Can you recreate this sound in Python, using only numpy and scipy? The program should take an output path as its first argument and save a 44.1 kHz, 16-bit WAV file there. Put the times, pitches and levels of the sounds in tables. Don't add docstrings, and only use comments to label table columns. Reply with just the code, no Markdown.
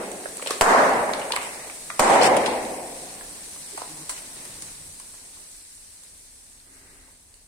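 import sys
import numpy as np
from scipy import signal
from scipy.fft import rfft, irfft, next_fast_len
from scipy.io import wavfile
from scipy.ndimage import uniform_filter1d, map_coordinates

SR = 44100
rng = np.random.default_rng(int(sys.argv[2]) if len(sys.argv) > 2 else 0)


def persist_wave(psi):
    counts = np.round(np.clip(psi, -1, 1) * 32767).astype(np.int16)
    wavfile.write(sys.argv[1], SR, np.atleast_2d(counts).T)


def convert_level_to_amplitude(level_db):
    exponent = np.asarray(level_db, float) / 20
    return 10 ** exponent


N = 329427
TIME = np.arange(N) / SR

# start in seconds, blast in dB, garage ringing in dB,
# recorder gain drop in dB, gain recovery in seconds.
BURSTS = [
    (-.5, 0, 25, 8.5, .1),
    (0.61, 11.5, 31, 17.5, 0.085),
    (1.994, 9, 33, 16.5, 0.13),
]
# frequency in Hz, density in dB per Hz.
BLAST = [(15, -43.5), (25, -13.5), (326, -10.5), (591, -1), (1100, -5.5), (1560, -11.5), (3160, -16.5),
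         (3430, -29.5), (4140, -21.5), (8360, -14.5), (16000, -36.5)]
# frequency in Hz, density in dB per Hz.
RINGING = [
    [(35, -51.5), (60, -22.5), (118, -35.5), (189, -9.5), (503, -3.5), (1380, -8.5), (5330, -31),
     (8510, -12.5), (16000, -44)],
    [(35, -59.5), (60, -38), (108, -29), (262, -11), (294, -15), (448, -6), (503, -8), (553, -4.5),
     (1060, -1), (1140, -2), (2000, -11.5), (2500, -22.5), (3400, -27), (8120, -20.5), (16000, -43)],
    [(35, -61.5), (60, -29.5), (146, -21.5), (238, -10), (448, -8.5), (515, -3), (593, -6), (749, -0.5),
     (1110, -5.5), (1440, -13.5), (2090, -14), (2600, -23), (3400, -26), (5330, -24), (8710, -17),
     (16000, -56.5)],
]
# frequency in Hz, t60 in seconds.
GARAGE_T60 = [(60, 1.9), (200, 1.78), (600, 1.737), (1200, 1.067), (2500, 1.61), (5000, 0.65),
              (10000, 0.52)]
# delay after the burst in seconds, pitch in Hz, dB over the blast.
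ARCH = [
    (.0016, 1000, -1.7),
    (.0015, 2700, -2.5),
    (.0015, 4400, -7.5),
    (.002, 8500, -7.5),
    (.002, 12500, -18.5),
    (.0036, 800, -4.4),
    (.0037, 4200, -13),
    (.0098, 950, -6.5),
    (0.0146, 600, -6.5),
]
ARCH_DB = [0, 0.5, -5.5]
BUILD_S, EVEN = 0.0063, 0.28
VENT_HZ = 4.5

# time in seconds, level in dB.
PUDDLE = [(0, -46), (.4, -43.5), (2.6, -44), (4.3, -44.5), (6.57, -54.5), (7.47, -59)]
# height in seconds, rise in seconds, ebb in seconds, dB over the puddle.
GUSHES = [
    (.5, 0.066, 0.17, 7),
    (.71, 0.091, 0.36, 15),
    (2.18, .16, 0.54, 12),
    (3.81, 0.307, 0.14, 3.5),
]
# frequency in Hz, density in dB per Hz.
FINE = [(3240, -51), (5500, -11), (7220, -7.5), (8110, -0.5), (8680, -0.5), (10200, -5), (11300, -16.5),
        (13000, -16), (15200, -21), (16000, -32.5)]
# frequency in Hz, density in dB per Hz.
COARSE = [(710, -21), (1200, -19), (1670, -11.5), (2850, -13), (3160, -13), (4110, -6), (7100, -8),
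          (8000, -22), (10400, -21), (16000, -29.5), (17000, -120)]
COARSE_DB, FINE_SHARE = -8, 0.14

# time in seconds, level in dB.
ROLL = [(2.9, -50), (3.36, -51), (3.6, -54), (3.87, -51.5), (4.05, -52.5), (4.55, -49.5), (4.82, -57),
        (5.4, -59.5), (5.65, -64.5), (5.83, -65.5), (6.1, -62.5), (6.5, -65), (6.92, -61), (7.47, -68)]
# frequency in Hz, density in dB per Hz.
TREAD = [(180, -30), (300, 2), (762, -2), (978, -1), (1300, -5.5), (1980, -3.5), (3080, -7), (4000, -7),
         (5200, -16.5), (8800, -120)]
# frequency in Hz, density in dB per Hz.
DRONE = [(90, -30.5), (130, -7), (155, -1.5), (200, -3.5), (280, -2.5), (340, -26), (450, -23)]
DRONE_DB, DRONE_FOLLOWS = -56.5, 1
# time in seconds, level in dB.
ENGINE = [(0, -60), (2.2, -62), (3.1, -59), (4.7, -60), (5.2, -59.5), (5.9, -63.5), (6.87, -57.5),
          (7.47, -60)]
# frequency in Hz, density in dB per Hz.
RUMBLE = [(8.8, -37.5), (15, -4.5), (38, -0.5), (54, -7.5), (81, -5), (130, -15), (170, -42), (290, -120)]
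BOOM_DB, BOOM_RISE_S, BOOM_T60_S = -49.5, 0.099, 2.9
FIRING_HZ = 32.17
# multiple of the firing rate, dB over its rumble.
FIRING = [(1, -7), (2, -24), (3, -23.5), (8, -14)]
# start in seconds, end in seconds, level in dB,
# then modes of pitch in Hz, width in Hz, level in dB.
RUBS = [
    (3.728, 3.762, -44, [(396, 140, 0)]),
    (3.87, 4.063, -48.5, [(154, 23, -2), (305, 45, -6), (750, 150, -24), (1100, 140, -16)]),
    (4.4, 4.949, -55.5, [(161, 53, -3.5), (91, 64, -4)]),
    (6.657, 7.12, -58.5, [(272, 62, 1), (382, 96, -2.5), (807, 610, -30), (1250, 250, -8), (1590, 90, -3), (2000, 470, -2), (2790, 130, -9)]),
    (1.39, 1.72, -44.5, [(800, 200, 2.5), (1150, 340, -5), (2000, 720, 0.5)]),
    (0, 0.044, -39.5, [(1250, 520, 0)]),
    (3.96, 4.0, -51, [(200, 120, -2), (900, 550, -3)]),
    (2.212, 2.279, -25.5, [(3300, 890, -2.5), (4700, 1500, 3), (5450, 590, 2)]),
    (3.775, 3.86, -46, [(650, 620, -4), (1200, 310, 2)]),
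    (2.45, 3.0, -53, [(950, 170, 0)]),
]

# peak in seconds, pitch in Hz, level in dB, left minus right in dB.
SNAPS = [(.1165, 7500, -25, -4), (0.259, 1650, -26, -8), (0.3722, 8400, -19, -3), (.26, 610, -25.5, -10),
         (.464, 600, -39, 0), (.465, 4400, -30, 0), (0.473, 4100, -20, 0), (.476, 2500, -27, 0),
         (.487, 3600, -28, 0), (.493, 8000, -28, 3), (.481, 3300, -20, 0), (0.5102, 1100, -31, 4),
         (1.136, 3300, -30, 0), (1.138, 5600, -28, 0), (1.3215, 6500, -22, -4), (1.647, 2400, -34, -6),
         (1.2173, 3530, -31, 1.5), (1.3197, 3300, -34, 8), (1.3225, 4250, -16.5, -4), (1.361, 8650, -21, 1),
         (1.364, 2300, -23, -11), (1.37, 1200, -33, -5), (1.9045, 2000, -21, 3), (1.902, 3070, -37, 0),
         (1.912, 1250, -35, -2), (2.2155, 3300, -15, 5), (2.223, 4250, -9, 4), (2.232, 5300, -17, -1),
         (2.243, 3300, -15, 2), (2.263, 4700, -22, -4), (2.273, 5000, -25, 0), (2.367, 2780, -27, 0),
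         (2.4602, 3540, -22, 2), (2.466, 5240, -24, 0), (3.781, 714, -25.5, -2), (3.778, 1150, -27, 4),
         (3.822, 740, -31, -10), (3.819, 1150, -30, 5), (3.838, 1150, -36, 2), (3.853, 1000, -45, 0),
         (4.097, 1200, -31, 9), (4.111, 1900, -38, 0), (4.124, 1300, -38.5, 4), (6.155, 4480, -54.5, -0.5),
         (6.27, 4000, -52.5, 0), (6.297, 4010, -53, 0), (6.601, 4200, -43.5, 5), (6.603, 6350, -51, -3)]
# peak in seconds, pitch in Hz, level in dB, left minus right in dB.
TICKS = [(.3695, 10000, -27, 6), (.3695, 13500, -36, 0), (.4235, 2500, -26.5, 2), (.4625, 3000, -34, 0),
         (.4635, 4600, -33, 0), (.4748, 7600, -20, -3), (.475, 13430, -35, 0), (.5065, 13000, -33, 3),
         (.508, 10500, -31, 3), (.513, 5530, -24, 0), (1.3222, 8560, -21, -4), (1.3222, 13000, -33, -4),
         (1.3618, 9900, -20, 0), (1.3636, 8600, -15, -3), (1.3636, 12800, -26, 0), (1.3634, 4400, -20, -8),
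         (1.3612, 14500, -33, 0), (1.9942, 12500, -14, -4), (1.9948, 15200, -16, -4), (1.998, 8900, 5, 2.5),
         (2.0, 14500, -14.5, 0), (2.0125, 12650, -19, -4), (1.1355, 6200, -23, 0), (1.1358, 3400, -26, 0),
         (1.3222, 3300, -22, -4), (1.3222, 5800, -25, -4), (2.021, 8600, -1, 1.5), (2.369, 9600, -22, 8),
         (2.368, 13560, -31, 3), (2.375, 5550, -26, 0), (2.463, 5000, -31, 2), (2.466, 3200, -33, 0),
         (2.468, 6270, -22, 0), (2.4695, 9700, -24, 0), (2.471, 4300, -27, 0), (2.474, 3600, -28, 0),
         (2.477, 8600, -26, 0)]
# peak in seconds, pitch in Hz, level in dB.
ECHOES = [(0.6804, 760.0, -10), (0.7363, 716, -6.5), (0.7493, 690.0, -4), (0.7626, 1000.0, -8.5),
          (0.834, 680.0, -8), (0.8524, 590.0, -13), (0.8938, 940.0, -14.5), (0.9025, 740.0, -24),
          (0.9596, 900.0, -31), (1.0382, 690.0, -17), (1.0939, 870, -15.5), (1.1146, 650.0, -21),
          (1.254, 660.0, -29), (1.4223, 950.0, -25), (1.473, 840.0, -26), (1.5597, 740.0, -33),
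          (1.6471, 730.0, -44), (1.6743, 780.0, -37), (1.7, 2170.0, -42), (2.1, 684, -6),
          (2.1583, 800.0, -5), (2.2047, 736, -11), (2.2136, 582, -2), (2.2238, 530.0, -11),
          (2.245, 716, -13), (2.2538, 683, -12), (2.2764, 550.0, -11.5), (2.3209, 719, -8),
          (2.375, 586, -8.5), (2.467, 724, -19), (2.4827, 780.0, -14), (2.5431, 750.0, -22),
          (2.6019, 690.0, -23), (2.6663, 750.0, -30), (2.7441, 810, -27), (2.7875, 610.0, -25),
          (2.8091, 710.0, -36), (2.8762, 680.0, -33), (2.894, 620.0, -43), (2.929, 480.0, -37)]
SNAP_S, SNAP_CYCLES = .0003, 1.2
TICK_S, TICK_CYCLES = .00025, 1.1
ECHO_CYCLES, ECHO_DB = 1, 2
PACKET_S = .02

# start in seconds, level in dB, t60 in seconds.
SPITS = [(0.117, -29.5, 0.033), (.369, -28, 0.017), (0.417, -33, .03), (.425, -29, 0.047),
         (0.473, -24.5, .021), (.506, -22.5, 0.094), (1.133, -35.5, .02), (1.196, -34.5, 0.053),
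         (1.32, -23.5, 0.013), (1.3594, -22, 0.025), (2.367, -23, 0.086), (2.46, -25.5, 0.069),
         (3.775, -30.5, 0.059), (4.094, -21, 0.098), (4.452, -34, .04), (4.622, -25.5, 0.028),
         (4.999, -34, 0.033), (6.035, -39.5, 0.023), (4.106, -30.5, 0.08), (7.341, -45, 0.039)]
# start in seconds, pitch in Hz, level in dB.
CREASES = [(.238, 1900, -46), (.256, 1640, -37), (.369, 7850, -41.5), (.418, 4500, -46.5),
           (.424, 2340, -34), (.461, 3270, -31.5), (.472, 4200, -26), (.479, 3235, -30),
           (.487, 1416, -42.5), (.266, 1500, -46.5), (.396, 1280, -39.5), (1.1355, 4360, -25.5),
           (1.135, 2220, -28), (1.196, 4530, -42), (1.319, 3020, -30.5), (1.3215, 4300, -23),
           (1.335, 3880, -32.5), (1.361, 4600, -33.5), (1.363, 2180, -23.5), (1.698, 2270, -36),
           (1.901, 1980, -35.5), (2.65, 3750, -35.5), (3.209, 1740, -41.5), (3.776, 2270, -47),
           (4.118, 1480, -45), (4.452, 2080, -45.5), (4.685, 2500, -46.5), (5, 2930, -49),
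           (7.341, 4570, -52.5)]
# start in seconds, pitch in Hz, level in dB, rise in milliseconds.
KNOCKS = [(.256, 697, -33.5, 2.5), (.424, 546, -30.5, 1.5), (0.4245, 1130, -37, 1.5),
          (.461, 590, -27.5, 1.06), (.473, 520, -32, 1.3), (.499, 720, -23.5, 2.2),
          (.508, 380, -22.5, 0.63), (.508, 1145, -26, 0.48), (1.3032, 890, -9, 3.9),
          (1.3343, 982, -6.5, 3.7), (1.368, 1150, -15.5, 2.5), (1.9, 1230, -22.5, 2.15),
          (1.909, 1200, -29, 2), (3.56, 1160, -42.5, 1.5), (3.776, 890, -24, 2.2),
          (3.8168, 887, -27.5, 1.8), (3.85, 980, -54, 2), (4.095, 1020, -29, 1.3), (5, 1000, -49, 1),
          (5.14, 1015, -49, 1.1), (5.37, 1080, -55, 0.78), (7.08, 900, -57, 0.65)]
# start in seconds, pitch in Hz, level in dB.
SLAPS = [
    (.506, 4580, -27.5),
    (1.214, 2930, -33),
    (2.366, 3150, -28),
    (2.461, 2530, -29.5),
    (2.46, 4410, -24.5),
    (4.094, 4250, -57),
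    (4.1, 1670, -43),
    (6.6, 4270, -57.5),
]
CREASE_T60_S, SLAP_T60_S, DAMPING = 0.032, 0.063, 0.93
CRACK, CRACK_T60_S = 1, 0.011
WALL_T60_S = 0.03
SLOW_DAMPS = 0.24
NEAR_ECHO = .48

# full flow in seconds, hold in seconds, fall in seconds, level in dB,
# brightness in dB per octave.
SQUIRTS = [
    (0.515, .01, 0.016, -39, -2),
    (0.622, 0.014, 0.028, -16.5, 0),
    (1.414, 0.034, 0.053, -35.5, -1.5),
    (2.014, 0.0091, 0.034, -18, -0.5),
    (2.077, 0.064, 0.048, -22.5, -1.5),
    (2.212, 0.066, 0.008, -22.5, -3.5),
    (2.232, 0.036, 0.014, -20, -1.5),
    (4.166, 0.026, 0.0195, -40.5, 2),
]
# frequency in Hz, level in dB.
JET = [(120, -55.5), (300, -28), (1000, -1), (2500, 3.5), (4500, -5), (6000, -3.5), (8500, 4.5),
       (10200, -5.5), (11500, -13.5), (16000, -19)]
SQUIRT_RISE_S = 0.0046

# frequency in Hz, left-right likeness.
ALIKE = [(60, 0.85), (130, 0.94), (290, 0.9), (640, 0.72), (1410, -0.092), (3100, 0.016), (6820, -0.003),
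         (15000, -0.0076)]
# frequency in Hz, rarity in standard
RARITY = [(1800, 9), (2400, 2.2), (3300, .7), (4300, 1.3), (5500, .8), (7000, .4), (8000, 1.8),
          (10300, 1.8), (11200, .5), (12500, 1), (16000, .9)]
# frequency in Hz, left minus right in dB.
LEAN = [(125, 0.3), (500, 0.2), (1000, -1.5), (2500, 0.9), (5000, 0.4), (9000, -1.5), (11000, 5.5),
        (16000, -1.5)]
TOP_HZ = 15980


def unit(x):
    return x / np.sqrt(np.mean(x ** 2) + 1e-20)


def along(points, hz):
    f, v = np.transpose(points)
    return np.interp(np.log(hz + 1), np.log(f + 1), v)


def over_time(rows):
    s, db = np.transpose(rows)
    return np.interp(TIME, s, db)


def wobble(rate):
    coarse = TIME[::16]
    knots = rng.standard_normal(int(N * rate / SR) + 4)
    return np.interp(TIME, coarse, map_coordinates(knots, [coarse * rate]))


def noise(n):
    return rng.standard_normal((2, n))


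def filtered(x, response):
    m = next_fast_len(x.shape[-1] + 8192)
    return irfft(rfft(x, m) * response(np.fft.rfftfreq(m, 1 / SR)), m)[..., :x.shape[-1]]


def diffuse(pair, spectrum):
    def response(hz):
        turn = np.arccos(np.clip(along(ALIKE, hz), -1, 1)) / 2
        return convert_level_to_amplitude(along(spectrum, hz)) * np.array([np.cos(turn), np.sin(turn)])

    mid, side = filtered(pair, response)
    return unit(np.array([mid + side, mid - side]))


def add(track, s, sound):
    i = round(s * SR)
    part = sound[:, max(-i, 0):N - i]
    track[:, max(i, 0):max(i, 0) + part.shape[1]] += part


def packet(hz, db, half_s, lean_db, turn):
    t = np.arange(round(2 * PACKET_S * SR)) / SR - PACKET_S
    side = np.array([[.5], [-.5]])
    wave = np.cos(2 * np.pi * hz * t + turn * side)
    return convert_level_to_amplitude(db + lean_db * side) * np.exp(-(t / half_s) ** 2) * wave


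def tail(spectrum, shorter=1):
    hz, t, z = signal.stft(diffuse(noise(2 * SR), spectrum), SR, nperseg=256)
    t60 = shorter * along(GARAGE_T60, hz)[:, None]
    decay = signal.istft(z * convert_level_to_amplitude(-60 * t / t60), SR, nperseg=256)[1]
    decay *= np.clip(np.arange(decay.shape[1]) / (0.0026 * SR), 0, 1)
    return decay / np.linalg.norm(decay[0])


def garage_ringing(colour):
    ringing = tail(colour)
    n = ringing.shape[1]
    power = np.sum(ringing ** 2, axis=0)
    peaks = np.abs(uniform_filter1d(power, size=200) / uniform_filter1d(power, size=4000)) + 1e-3
    flutter = convert_level_to_amplitude(.6 * wobble(70.05)[:n]) * (1 - np.exp(-TIME[:n] / BUILD_S))
    return flutter * ringing / peaks ** (EVEN / 2)


def gas_shove():
    t = TIME[:SR // 2]
    shove = (1 - t / 0.0073) * np.exp(-t / 0.0095) * (1 - np.exp(-t / 0.0021))
    return filtered(shove, lambda hz: 1j * hz / (VENT_HZ + 1j * hz))


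def bursts():
    out, t = np.zeros((2, N)), np.arange(SR // 10) / SR
    for (s, blast_db, garage_db, _, _), colour, arch_db in zip(BURSTS, RINGING, ARCH_DB):
        for late, db in ((0, -1), (.008, -7)):
            tear = diffuse(noise(len(t)), BLAST) * convert_level_to_amplitude(-60 * t / 0.04) * (1 - np.exp(-t / 0.0008))
            add(out, s + late, convert_level_to_amplitude(blast_db + db) * tear)
        for late, hz, db in ARCH:
            bounce = packet(hz, blast_db + arch_db + db, SNAP_S + 0.36 / hz, 0, turn=0.46)
            add(out, s + late - PACKET_S, bounce)
        add(out, s, convert_level_to_amplitude(blast_db - 12) * gas_shove() * np.ones((2, 1)))
        add(out, s, convert_level_to_amplitude(garage_db) * garage_ringing(colour))
    return out


def fizz(spectrum, rate, spread_db, grainy):
    pops = (rng.random((2, N)) < rate / SR) * convert_level_to_amplitude(spread_db * rng.random((2, N)))
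    pops *= np.sign(noise(N))
    return diffuse(noise(N) + grainy * unit(pops), spectrum)


def foam():
    gush_db = sum(np.interp(TIME, [s - rise, s, s + ebb], [0, db, 0]) for s, rise, ebb, db in GUSHES)
    puddle_db = over_time(PUDDLE) + 0.25 * wobble(3.0)
    fine_db = puddle_db + FINE_SHARE * gush_db + 4.5 + 0.55 * wobble(25)
    coarse_db = puddle_db + COARSE_DB + gush_db + 5.5 + 1.0 * wobble(26)
    fine = convert_level_to_amplitude(fine_db) * fizz(FINE, 900, spread_db=4.5, grainy=0.68)
    return fine + convert_level_to_amplitude(coarse_db) * fizz(COARSE, 70, spread_db=6.5, grainy=0.41)


def boom():
    since = [np.clip(TIME - s, 0, None) for s, *_ in BURSTS[1:]]
    return sum(convert_level_to_amplitude(BOOM_DB - 60 * t / BOOM_T60_S) * (1 - np.exp(-(t / BOOM_RISE_S) ** 2)) for t in since)


def firing():
    turn = 2 * np.pi * np.cumsum(FIRING_HZ * (1 + 0.025 * wobble(2.6))) / SR
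    return sum(convert_level_to_amplitude(db + 2.5 * wobble(4.8)) * np.sin(k * turn) for k, db in FIRING)


def rubs():
    out = np.zeros((2, N))
    for start, end, db, modes in RUBS:
        rasp = diffuse(noise(round((end - start) * SR)), [(100, 0), (10000, 0.0014)])
        hum = filtered(rasp, lambda f: sum(convert_level_to_amplitude(level) / (1 + (2 * (f - hz) / width) ** 2)
                                           for hz, width, level in modes))
        add(out, start, convert_level_to_amplitude(db) * unit(hum) * np.hanning(hum.shape[1]) ** 0.11)
    return out


def car():
    tread_db, engine = over_time(ROLL), convert_level_to_amplitude(over_time(ENGINE))
    drone_db = DRONE_DB + DRONE_FOLLOWS * (tread_db - ROLL[0][1])
    tread = convert_level_to_amplitude(tread_db + 1.0 + 1.0 * wobble(15)) * fizz(TREAD, 160, spread_db=8.0, grainy=0.38)
    drone = convert_level_to_amplitude(drone_db + 3.0 + 0.79 * wobble(4.6)) * diffuse(noise(N), DRONE)
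    rumble = (engine + boom()) * convert_level_to_amplitude(-1.5 + 1.5 * wobble(14)) * diffuse(noise(N), RUMBLE)
    return tread + drone + rumble + engine * firing() + rubs()


def snaps():
    out = np.zeros((2, N))
    for s, hz, db, lean_db in SNAPS:
        add(out, s - PACKET_S, packet(hz, db, SNAP_S + SNAP_CYCLES / hz, lean_db, turn=2.2))
    for s, hz, db, lean_db in TICKS:
        add(out, s - PACKET_S, packet(hz, db, TICK_S + TICK_CYCLES / hz, lean_db, turn=0.87))
    for s, hz, db in ECHOES:
        add(out, s - PACKET_S, packet(hz, db + ECHO_DB, ECHO_CYCLES / hz, 0, turn=hz / 700))
    return out


def spits(out, t, start):
    colour = [(2000, -15), (5500, -9.5), (8500, 0.5), (10300, -5), (11500, -20), (16000, -21.5)]
    for s, db, t60 in SPITS:
        add(out, s, convert_level_to_amplitude(db - 60 * t / t60) * diffuse(noise(len(t)), colour) * start)


def creases(out, t, rows, t60, dry, start):
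    for s, hz, db in rows:
        colour = [(hz / 4, -30), (hz / 5.2, -7), (hz, 0), (hz * 1.35, -7), (hz * 1.6, -18), (hz * 5, -45)]
        crackle = diffuse(noise(len(t)), colour)
        ring = np.sin(2 * np.pi * hz * t + rng.uniform(0, 1.9, (2, 1)))
        fade = convert_level_to_amplitude(db - 60 * t / t60 * (hz / 2500) ** (dry * DAMPING))
        add(out, s, fade * (1.45 * crackle + 1.2 * dry * ring) * start)


def knocks(out, t):
    for s, hz, db, rise_ms in KNOCKS:
        rise = rise_ms / 1000
        turn = rng.uniform(-0.21, 1, (2, 1)) * hz / 1500
        second = convert_level_to_amplitude(-4.5) * min(1, 0.0018 / rise) * np.sin(2 * np.pi * 1.1 * hz * t - turn)
        modes = np.sin(2 * np.pi * hz * t + turn) + second
        colour = [(hz / 8, -50), (hz / 4, -25), (hz / 2, 0), (hz * 1.5, -2), (hz * 3.8, -14), (hz * 8, -40)]
        thud = 0.87 * min(1, 0.0016 / rise) * diffuse(noise(len(t)), colour)
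        fade = convert_level_to_amplitude(db + 4.5 - 60 * t / WALL_T60_S * rise_ms ** SLOW_DAMPS)
        add(out, s, fade * (modes + thud) * (1 - np.exp(-t / rise)) ** 2)


def bottles():
    out, t = np.zeros((2, N)), np.arange(SR // 8) / SR
    soft = 1 - np.exp(-t / 0.00022)
    sudden = soft * (1 + CRACK * convert_level_to_amplitude(-60 * t / CRACK_T60_S)) / 1.5
    spits(out, t, sudden)
    creases(out, t, CREASES, CREASE_T60_S, dry=1, start=sudden)
    knocks(out, t)
    creases(out, t, SLAPS, SLAP_T60_S, dry=.3, start=soft)
    out = filtered(out, lambda hz: 1 / (1 + (230 / (hz + 1)) ** 4))
    echo = tail([(100, 0.017), (10000, 0.0055)], shorter=NEAR_ECHO)
    return out + convert_level_to_amplitude(-5) * signal.fftconvolve(out, echo, axes=1)[:, :N]


def squirts():
    out = np.zeros((2, N))
    rise = SQUIRT_RISE_S
    t = np.arange(SR // 2) / SR - 4 * rise
    for s, hold, fall, db, tilt_db in SQUIRTS:
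        swell = np.where(t < 0, np.exp(-(t / rise) ** 2), np.exp(-np.clip(t - hold, 0, None) / fall))
        sputter = convert_level_to_amplitude(2.0 * unit(uniform_filter1d(rng.standard_normal(len(t)), size=50)))
        colour = [(hz, level + tilt_db * np.log2(hz / 4000)) for hz, level in JET]
        add(out, s - 4 * rise, convert_level_to_amplitude(db) * swell * diffuse(sputter * noise(len(t)), colour))
    return out


def scene():
    return bursts() + foam() + car() + snaps() + bottles() + squirts()


def gaps(x, depth_db):
    hz, _, z = signal.stft(x, SR, nperseg=1024)
    field = uniform_filter1d(rng.standard_normal(z.shape[1:]), size=5, axis=0)
    field = unit(uniform_filter1d(field, size=3, axis=1))
    loss_db = depth_db * np.clip(field - along(RARITY, hz)[:, None], 0, 1)
    return signal.istft(z * convert_level_to_amplitude(-loss_db), SR, nperseg=1024)[1][:, :N]


def band_limit(x):
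    return signal.sosfilt(signal.butter(12, 16830, fs=SR, output="sos"), x)


def record(dry):
    drop_db = sum(db * np.exp(-np.clip(TIME - s, 0, None) / back) * (TIME >= s) for s, _, _, db, back in BURSTS)
    x = dry * convert_level_to_amplitude(-drop_db) * convert_level_to_amplitude([[.2], [-.2]])
    x = x / (1 + np.abs(x) ** 6) ** (1 / 6)
    x = gaps(x, depth_db=38)
    side = np.array([[.5], [-.5]])
    mix = filtered(x, lambda hz: np.where(hz < TOP_HZ, 1, convert_level_to_amplitude(-47.5)) * convert_level_to_amplitude(along(LEAN, hz) * side))
    return band_limit(mix)


dry = scene()
out = record(dry)
persist_wave(out)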